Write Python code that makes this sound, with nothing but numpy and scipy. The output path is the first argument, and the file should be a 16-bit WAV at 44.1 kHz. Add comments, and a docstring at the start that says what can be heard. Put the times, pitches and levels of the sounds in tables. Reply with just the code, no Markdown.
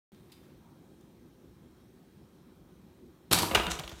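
"""After a moment of silence a tiled kitchen hums under a steady hiss: shaped noise with a few thin steady
tones. Faint ticks come first, made like the later blows: a burst of noise plus the ringing of what is hit. Then
a toaster releases: latch, carriage clack, bounces, ringing sheet metal and a rattle of tiny clicks. A startled
cat lands with low thumps, knocks something hollow, slips on the glass hob (dense tiny contacts) and scrabbles
away on its claws. The tiled walls answer with a short echoing tail."""
import sys
import numpy as np
from scipy import signal
from scipy.io import wavfile
from scipy.ndimage import uniform_filter1d

SR = 44100
rng = np.random.default_rng(int(sys.argv[2]) if len(sys.argv) > 2 else 0)


def rack_gain(trim_db):
    """Turn a fader trim in dB into the linear factor to multiply a signal by."""
    fader = np.asarray(trim_db, float)
    return 10 ** (fader / 20)


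def unload_audio(sound):
    """Save the sound as a 16-bit wav file, at the path given as the first command line argument."""
    columns = np.transpose(np.atleast_2d(sound))
    # keep every value between -1 and 1, then stretch to whole-number steps
    steps = np.round(np.clip(columns, -1, 1) * 32767)
    wavfile.write(sys.argv[1], SR, steps.astype(np.int16))


N = 176400  # samples: 4 s

# blows of the toaster carriage: (time [s], level [dB], chatter length [s], tilt [dB per octave],
# lifted band [Hz])
BLOWS = [(3.309, -24, 0.0089, -7, 3000), (3.3125, -14.5, 0.0059, 0.5, 1080), (3.3185, -19, 0.0053, -4, 684),
         (3.3255, -9, 0.0045, 5, 12000), (3.3285, -9, 0.003, 0.5, 3930), (3.3315, -4, 0.0037, 2.1, 9200),
         (3.342, -12, 0.0073, 3, 4470), (3.354, -25.5, .006, -1, 4500), (3.378, -15.5, 0.0025, -1.5, 4500),
         (3.386, -13.5, 0.0067, 3.5, 4970), (3.408, -28, .006, -2, 4500), (3.421, -18.5, 0.0047, 4, 4400),
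         (3.430, -15, 0.0054, -1.5, 980), (3.452, -32, 0.0043, -14, 895)]
# tone of the sheet-metal shell: (frequency [Hz], relative level [dB])
SHELL_TONE = [(88, -7.5), (150, 2.5), (254, -4), (315, 3), (466, -4), (888, -0.5), (1870, -8), (4410, -4.5),
              (4760, -9), (11700, -16.5), (16000, -26.5)]
RISE_SHARE = 0.3  # rise time of a hit as a share of its chatter length


def evened(x):
    """Scales a signal to an average strength (rms) of 1."""
    return x / np.sqrt(np.mean(x ** 2) + 1e-20)


def read(points, hz):
    """Reads a table between its points, on a logarithmic frequency scale."""
    f, value = np.transpose(points)
    return np.interp(np.log(hz + 1), np.log(f + 1), value)


def add(mix, s, sound):
    """Adds a sound into the mix at s seconds, cut off at the end of the mix."""
    part = mix[round(s * SR):][:len(sound)]
    part += sound[:len(part)]


def colour(points, tilt_db=0, focus_hz=None):
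    """A filter with the given spectrum and energy 1 that never sounds before its input."""
    focus_db, focus_octaves = 6.5, 0.13  # where a hit lands lifts one band
    hz = abs(np.fft.fftfreq(2048, 1 / SR))
    db = read(points, hz) + tilt_db * np.log2((hz + 100) / 3000)
    if focus_hz:
        octaves_away = np.log2((hz + 1) / focus_hz)
        db = db + focus_db * np.exp(-0.5 * (octaves_away / focus_octaves) ** 2)
    log_gain = np.log(rack_gain(np.maximum(db, -100)))
    # this phase packs the energy as early as possible
    spectrum = np.exp(np.conj(signal.hilbert(log_gain)))
    taps = np.fft.ifft(spectrum).real[:1024]
    return taps / np.linalg.norm(taps)


def ring(modes, longest_s, shifts, rise_s):
    """A struck body rings as a sum of dying sine tones (modes), scaled to energy 1 before the soft rise."""
    detune = 0.0008  # each hit shifts the modes by about this share
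    t = np.arange(SR // 2) / SR
    out = np.zeros(len(t))
    for (hz, db, t60), shift in zip(modes, shifts):
        fade = rack_gain(db - 60 * t / np.clip(t60, 0.01, longest_s))
        out += fade * np.sin(2 * np.pi * hz * (1 + detune * shift) * t)
    return out / np.linalg.norm(out) * (1 - np.exp(-t / rise_s))


def struck(hits, tone, modes, ring_db, longest_s):
    """Every hit is a quick chatter of uneven contacts, coloured by the body, that also sets its modes ringing."""
    spread_db = 1.3  # unevenness of the contacts within a hit
    out, t = np.zeros(N), np.arange(4096) / SR
    chance = rng.standard_normal((len(hits), 2, len(t)))
    for (s, db, length, tilt_db, focus_hz), (noise, lumps) in zip(hits, chance):
        length = max(length, 0.0005)
        rise_s = RISE_SHARE * length
        shape = np.exp(-t / length) * np.minimum(t / rise_s, 1)
        unevenness = rack_gain(spread_db * evened(uniform_filter1d(lumps, size=24)))
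        contacts = shape * noise * unevenness
        # every chatter gets the energy set by its level and shape, whatever the chance
        chatter = rack_gain(db - 6.5) * contacts * np.linalg.norm(shape) / np.linalg.norm(contacts)
        add(out, s, signal.fftconvolve(chatter, colour(tone, tilt_db, focus_hz)))
        ringing = ring(modes, longest_s, noise[-len(modes):], rise_s)
        add(out, s, rack_gain(ring_db) * np.linalg.norm(chatter) * ringing)
    return out


def grains(level, per_s, spread_db, tone):
    """A dense hail of tiny contacts of uneven size, coloured by a filter."""
    draw, size, sign = rng.random((3, N))
    happens = draw < per_s / SR
    clicks = happens * rack_gain(-spread_db * np.log(size + 0.011)) * np.sign(sign - 0.5)
    return level * evened(signal.oaconvolve(clicks, tone)[:N])


def wash(tone, level_db, patchy_db, settle_db):
    """Steady noise with drifting patches; it starts a little stronger and settles."""
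    settle_s = 0.35
    frames, hz = N // 512 + 5, np.fft.rfftfreq(2048, 1 / SR)
    a, b, patches = rng.standard_normal((frames, len(hz), 3)).T
    patches = uniform_filter1d(patches, size=24, axis=0)  # smooth over frequency
    patches = evened(uniform_filter1d(patches, size=8, axis=1))  # smooth over time
    spectrum = (a + 1j * b) * rack_gain(read(tone, hz)[:, None] + patchy_db * patches)
    noise = signal.istft(spectrum, nperseg=2048, noverlap=1536)[1][:N]
    settle = rack_gain(level_db + settle_db * np.exp(-np.arange(N) / SR / settle_s))
    return settle * evened(noise)


def air():
    """The quiet background: a low noise drone of the room, a steady hiss and thin steady appliance tones."""
    # low drone of the room: (frequency [Hz], relative level [dB])
    drone_tone = [(22, -18), (35, -16), (52, 1), (70, -3.5), (98, -0.5), (123, -2.5), (193, 2), (221, -3.5),
                  (248, 3.5), (274, -8), (310, -2), (383, -2), (423, -13), (543, -11.5), (580, -18.5),
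                  (894, -19), (1600, -26.5), (2080, -72)]
    # a steady hiss above the drone: (frequency [Hz], relative level [dB])
    hiss_tone = [(940, -52), (1600, 0), (2950, -4.5), (3280, -2), (3410, -4.5), (3900, -1.5), (4910, -9),
                 (5300, -5.5), (7560, -10.5), (9150, -7), (10500, -14.5), (11300, -7.5), (13800, -11.5),
                 (15100, -6.5), (15800, -7), (16050, -34)]
    # faint appliance tones: (frequency [Hz], level before a 3.5 dB lift [dB])
    whines = [(1270, -88.5), (2417, -94.5), (3252, -91), (3795, -96), (5373, -102)]
    t = np.arange(N) / SR
    drone = wash(drone_tone, level_db=-57, patchy_db=1.86, settle_db=2.0)
    hiss = wash(hiss_tone, level_db=-73, patchy_db=1.23, settle_db=3.5)
    tones = sum(rack_gain(db + 3.5) * np.sin(2 * np.pi * (hz * t + rng.random())) for hz, db in whines)
    return drone + hiss + tones


def ticks():
    """Faint ticks and scuffs in the quiet: weak chatters with a short ring."""
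    # (time [s], level [dB], chatter length [s], tilt [dB per octave], lifted band [Hz])
    hits = [(.1466, -49, 0.0011, .6, 7000), (.177, -57, .001, 4, 9000), (.296, -59, 0.016, -3, 2000),
            (.318, -44, 0.0094, 2, 4700), (.324, -51, 0.006, 1, 3300), (.36, -56, 0.028, -5.5, 2300),
            (.43, -59, .025, -1, 1830), (.49, -60, .025, -5.5, 2800), (1.009, -54, .004, 7, 6960),
            (1.2564, -60, 0.0033, -31, 6000)]
    # tone of a tick: (frequency [Hz], relative level [dB])
    tone = [(500, -10), (1500, -4), (3600, 0), (6000, -7), (10000, -10), (16000, -14)]
    # ringing of a tick: (frequency [Hz], relative level [dB], time to fall 60 dB [s])
    modes = [(3580, 0, .12), (4700, -4, .04), (5050, -5, .04)]
    return struck(hits, tone, modes, ring_db=-6, longest_s=0.15)


def thumps():
    """Weight lands on the counter: low swings that swell within about a cycle, sag in pitch and die."""
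    # (time [s], level [dB], pitch after the sag [Hz], time to fall 60 dB [s])
    landings = [(3.311, -31, 364, 0.27), (3.319, -31, 87, 0.34), (3.34, -31, 172, 0.19),
                (3.39, -33, 69, .1), (3.419, -33, 88.7, .12), (3.469, -41, 55, 0.13),
                (3.51, -32, 534, 0.13), (3.521, -28.5, 64.4, 0.16), (3.55, -24.5, 585, 0.063),
                (3.558, -18, 68, 0.078), (3.574, -24, 50.5, 0.11), (3.553, -26, 398, 0.096),
                (3.571, -28.5, 211, .1), (3.599, -30.5, 330, 0.11), (3.604, -29, 44.5, 0.16),
                (3.635, -26, 50.6, 0.11), (3.673, -29.5, 168, 0.16), (3.702, -24, 54, 0.089),
                (3.771, -47, 55, 0.069), (3.791, -32, 139, 0.088), (3.83, -34, 50.4, 0.11),
                (3.89, -45.5, 330, 0.22), (3.924, -23, 71, 0.032), (3.95, -39, 45.7, 0.1)]
    rise_cycles, sag = 0.47, 0.15  # sag: share by which the pitch starts too high
    out, t = np.zeros(N), np.arange(SR // 2) / SR
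    for s, db, hz, t60 in landings:
        pitch = hz * (1 + sag * np.exp(-t * hz / 2))
        turns = np.cumsum(pitch) / SR
        swell = 1 - np.exp(-t * hz / rise_cycles)
        add(out, s, rack_gain(db - 60 * t / t60) * swell * np.sin(2 * np.pi * turns))
    return out


def slide():
    """Paws slip on glass: a hail of tiny contacts whose strength follows a curve."""
    # strength of the slipping: (time [s], level [dB])
    strength = [(3.696, -49), (3.706, -36.5), (3.718, -29.5), (3.728, -43), (3.749, -51), (3.78, -64),
                (3.82, -58), (3.9, -57), (3.95, -59), (4.0, -55.5)]
    # tone of the slipping: (frequency [Hz], relative level [dB])
    tone = [(290, -43), (500, -23), (919, -13), (1030, -4.5), (2770, -5), (3540, 0.5), (4870, -9.5),
            (6510, -4.5), (16000, -27)]
    s, db = np.transpose(strength)
    level = rack_gain(np.interp(np.arange(N) / SR, s, db, left=-120, right=-120))
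    return grains(level, per_s=5500, spread_db=3.5, tone=colour(tone))


def claws():
    """Claws strike hard surfaces: short chatters with a very brief ring of glass."""
    # (time [s], level [dB], chatter length [s], tilt [dB per octave], lifted band [Hz])
    hits = [(3.712, -33, 0.0027, 18.5, 3580), (3.7135, -39, 0.004, 2.5, 6700),
            (3.7524, -21, 0.0053, -21, 7200), (3.7895, -26, 0.0047, 4, 3260), (3.7898, -43, .001, 8, 14000),
            (3.7952, -21, 0.0024, 2, 5800), (3.8, -28.5, 0.0067, -3.5, 2400), (3.834, -53, .002, 9, 13000),
            (3.835, -33.5, 0.0089, 1.5, 3400), (3.8385, -41, 0.0019, -2, 2300),
            (3.848, -47, .0015, 9, 7100), (3.8585, -45, 0.0037, -18, 3400),
            (3.8765, -27.5, 0.0034, 2.5, 3080), (3.8925, -32.5, 0.0063, 4, 3280),
            (3.906, -31, .001, -5, 6000), (3.9134, -35.5, 0.011, 0.5, 6650), (3.9855, -46, 0.0014, 4, 6840)]
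    # tone of the glass: (frequency [Hz], relative level [dB])
    tone = [(300, -17), (600, 7), (1500, -2.5), (3300, -1), (4500, -6.5), (7000, -18), (12500, -22.5),
            (16000, -22)]
    # ringing of the glass: (frequency [Hz], relative level [dB], time to fall 60 dB, before the limit [s])
    modes = [(2300, -7, 0.022), (3400, -1, .02), (5800, -2, 0.02)]
    return struck(hits, tone, modes, ring_db=-9, longest_s=0.015)


def knocks():
    """A hollow object is knocked: chatters that set its short-lived modes ringing."""
    # (time [s], level [dB], chatter length [s], tilt [dB per octave], lifted band [Hz])
    hits = [(3.5115, -17.5, 0.0053, -3, 2400), (3.533, -24, 0.0049, -8, 1500),
            (3.5375, -21, 0.0049, -9, 900), (3.5425, -20, 0.0028, -9, 3560),
            (3.5478, -7, 0.0034, 4.5, 2710), (3.550, -6.5, 0.0073, -0.25, 2680),
            (3.556, -8.5, 0.0023, 2, 2350), (3.572, -20, 0.011, -4.5, 2210), (3.598, -15, 0.0037, -3, 3020),
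            (3.632, -26, 0.0066, -0.5, 3320), (3.667, -14, 0.0016, 1, 3600),
            (3.677, -28.5, 0.012, -3, 1360)]
    # tone of the hollow body: (frequency [Hz], relative level [dB])
    tone = [(100, -26.5), (200, 0), (400, -3.5), (800, -0.5), (1400, 0), (2400, -5.5), (3400, -1.5),
            (4400, -8), (5200, -15), (9600, -20), (11000, -29.5), (16000, -28)]
    # ringing of the body: (frequency [Hz], relative level [dB], time to fall 60 dB, before the limit [s])
    modes = [(330, 5.5, 0.16), (585, 1.5, 0.082), (977, 2.5, 0.17), (1533, -2, 0.037), (1235, 1, .08),
             (1950, 5, 0.053), (2090, 6.5, 0.08), (2313, 2, 0.086), (2450, 4, 0.053), (2720, 11.5, 0.052),
             (2760, -11, 0.05), (3110, 2, 0.062), (4070, 1, 0.06), (4220, -2, 0.068)]
    return struck(hits, tone, modes, ring_db=-8, longest_s=0.14)


def rattle():
    """Loose parts of the toaster shiver from the first blow on: tiny clicks that die away."""
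    rattle_db, t60_s, rise_s = -27.5, 0.66, 0.0069
    t = np.arange(N) / SR - BLOWS[0][0]
    fade = rack_gain(rattle_db - 60 * np.maximum(t, 0) / t60_s)
    level = (t > 0) * fade * np.clip(t / rise_s, 0, 1)
    return grains(level, per_s=3400, spread_db=2.5, tone=colour(SHELL_TONE))


def toaster():
    """The carriage strikes and bounces, the sheet-metal shell rings and loose parts rattle."""
    # ringing of the shell: (frequency [Hz], relative level [dB], time to fall 60 dB, before the limit [s])
    modes = [(323, -1, 0.14), (915, -3, 0.3), (970, -2.5, 0.44), (1714.5, -6.5, 0.93), (2410, -4, 0.5),
             (3080, 12, 0.19), (3400, -1, 0.25), (4400, 0, 0.4), (4550, -4, 0.25), (4970, -6, 0.4),
             (5130, -12, 0.35), (5846, -1, 0.34), (9078, -3, 0.12), (9250, -11, .55), (9660, -3, .6),
             (11170, 3, 0.21)]
    return struck(BLOWS, SHELL_TONE, modes, ring_db=-11, longest_s=0.6) + rattle()


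def room(x):
    """Tiled walls: a dense tail of noise, each band dying at its own speed."""
    # how long the tail lasts: (frequency [Hz], time to fall 60 dB [s])
    fall = [(100, 1), (400, 1), (1500, 0.69), (4000, 0.41), (9000, 0.52), (15000, 0.66)]
    room_db, gap_s = -5.5, 0.0044  # the tail is silent for one gap, then fades in over another
    hz, t, noise = signal.stft(rng.standard_normal(SR), SR, nperseg=256)
    t60 = np.maximum(read(fall, hz), 0.05)[:, None]
    tail = signal.istft(noise * rack_gain(-60 * t / t60), SR, nperseg=256)[1]
    tail = tail * np.clip(np.arange(len(tail)) / SR / gap_s - 1, 0, 1)
    return rack_gain(room_db) * signal.fftconvolve(x, tail / np.linalg.norm(tail))[:N]


def scene():
    """Adds up all sources, the answer of the walls and the air of the room, in one channel."""
    faint, weight, scratches = ticks(), thumps(), claws()
    loud = toaster() + knocks() + slide()
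    # how strongly each source reaches the walls
    send = loud + rack_gain(-9) * scratches + rack_gain(3.5) * faint + rack_gain(-10) * weight
    return (loud + scratches + faint + weight + room(send) + air())[None]


def roll_off(x):
    """The treble ends steeply here."""
    return signal.sosfilt(signal.butter(12, 16970, fs=SR, output="sos"), x)


def record(dry):
    """The microphone loses the lowest and highest pitches and is silent until it opens."""
    start_s = 0.1195  # the microphone opens
    low = signal.butter(6, 43, "high", fs=SR, output="sos")  # [Hz]
    top = signal.butter(10, 15400, fs=SR, output="sos")  # [Hz]
    heard = signal.sosfilt(np.vstack([low, top]), dry)
    is_open = np.arange(N) >= start_s * SR
    return roll_off(heard * is_open)


dry = scene()
out = record(dry)
unload_audio(out)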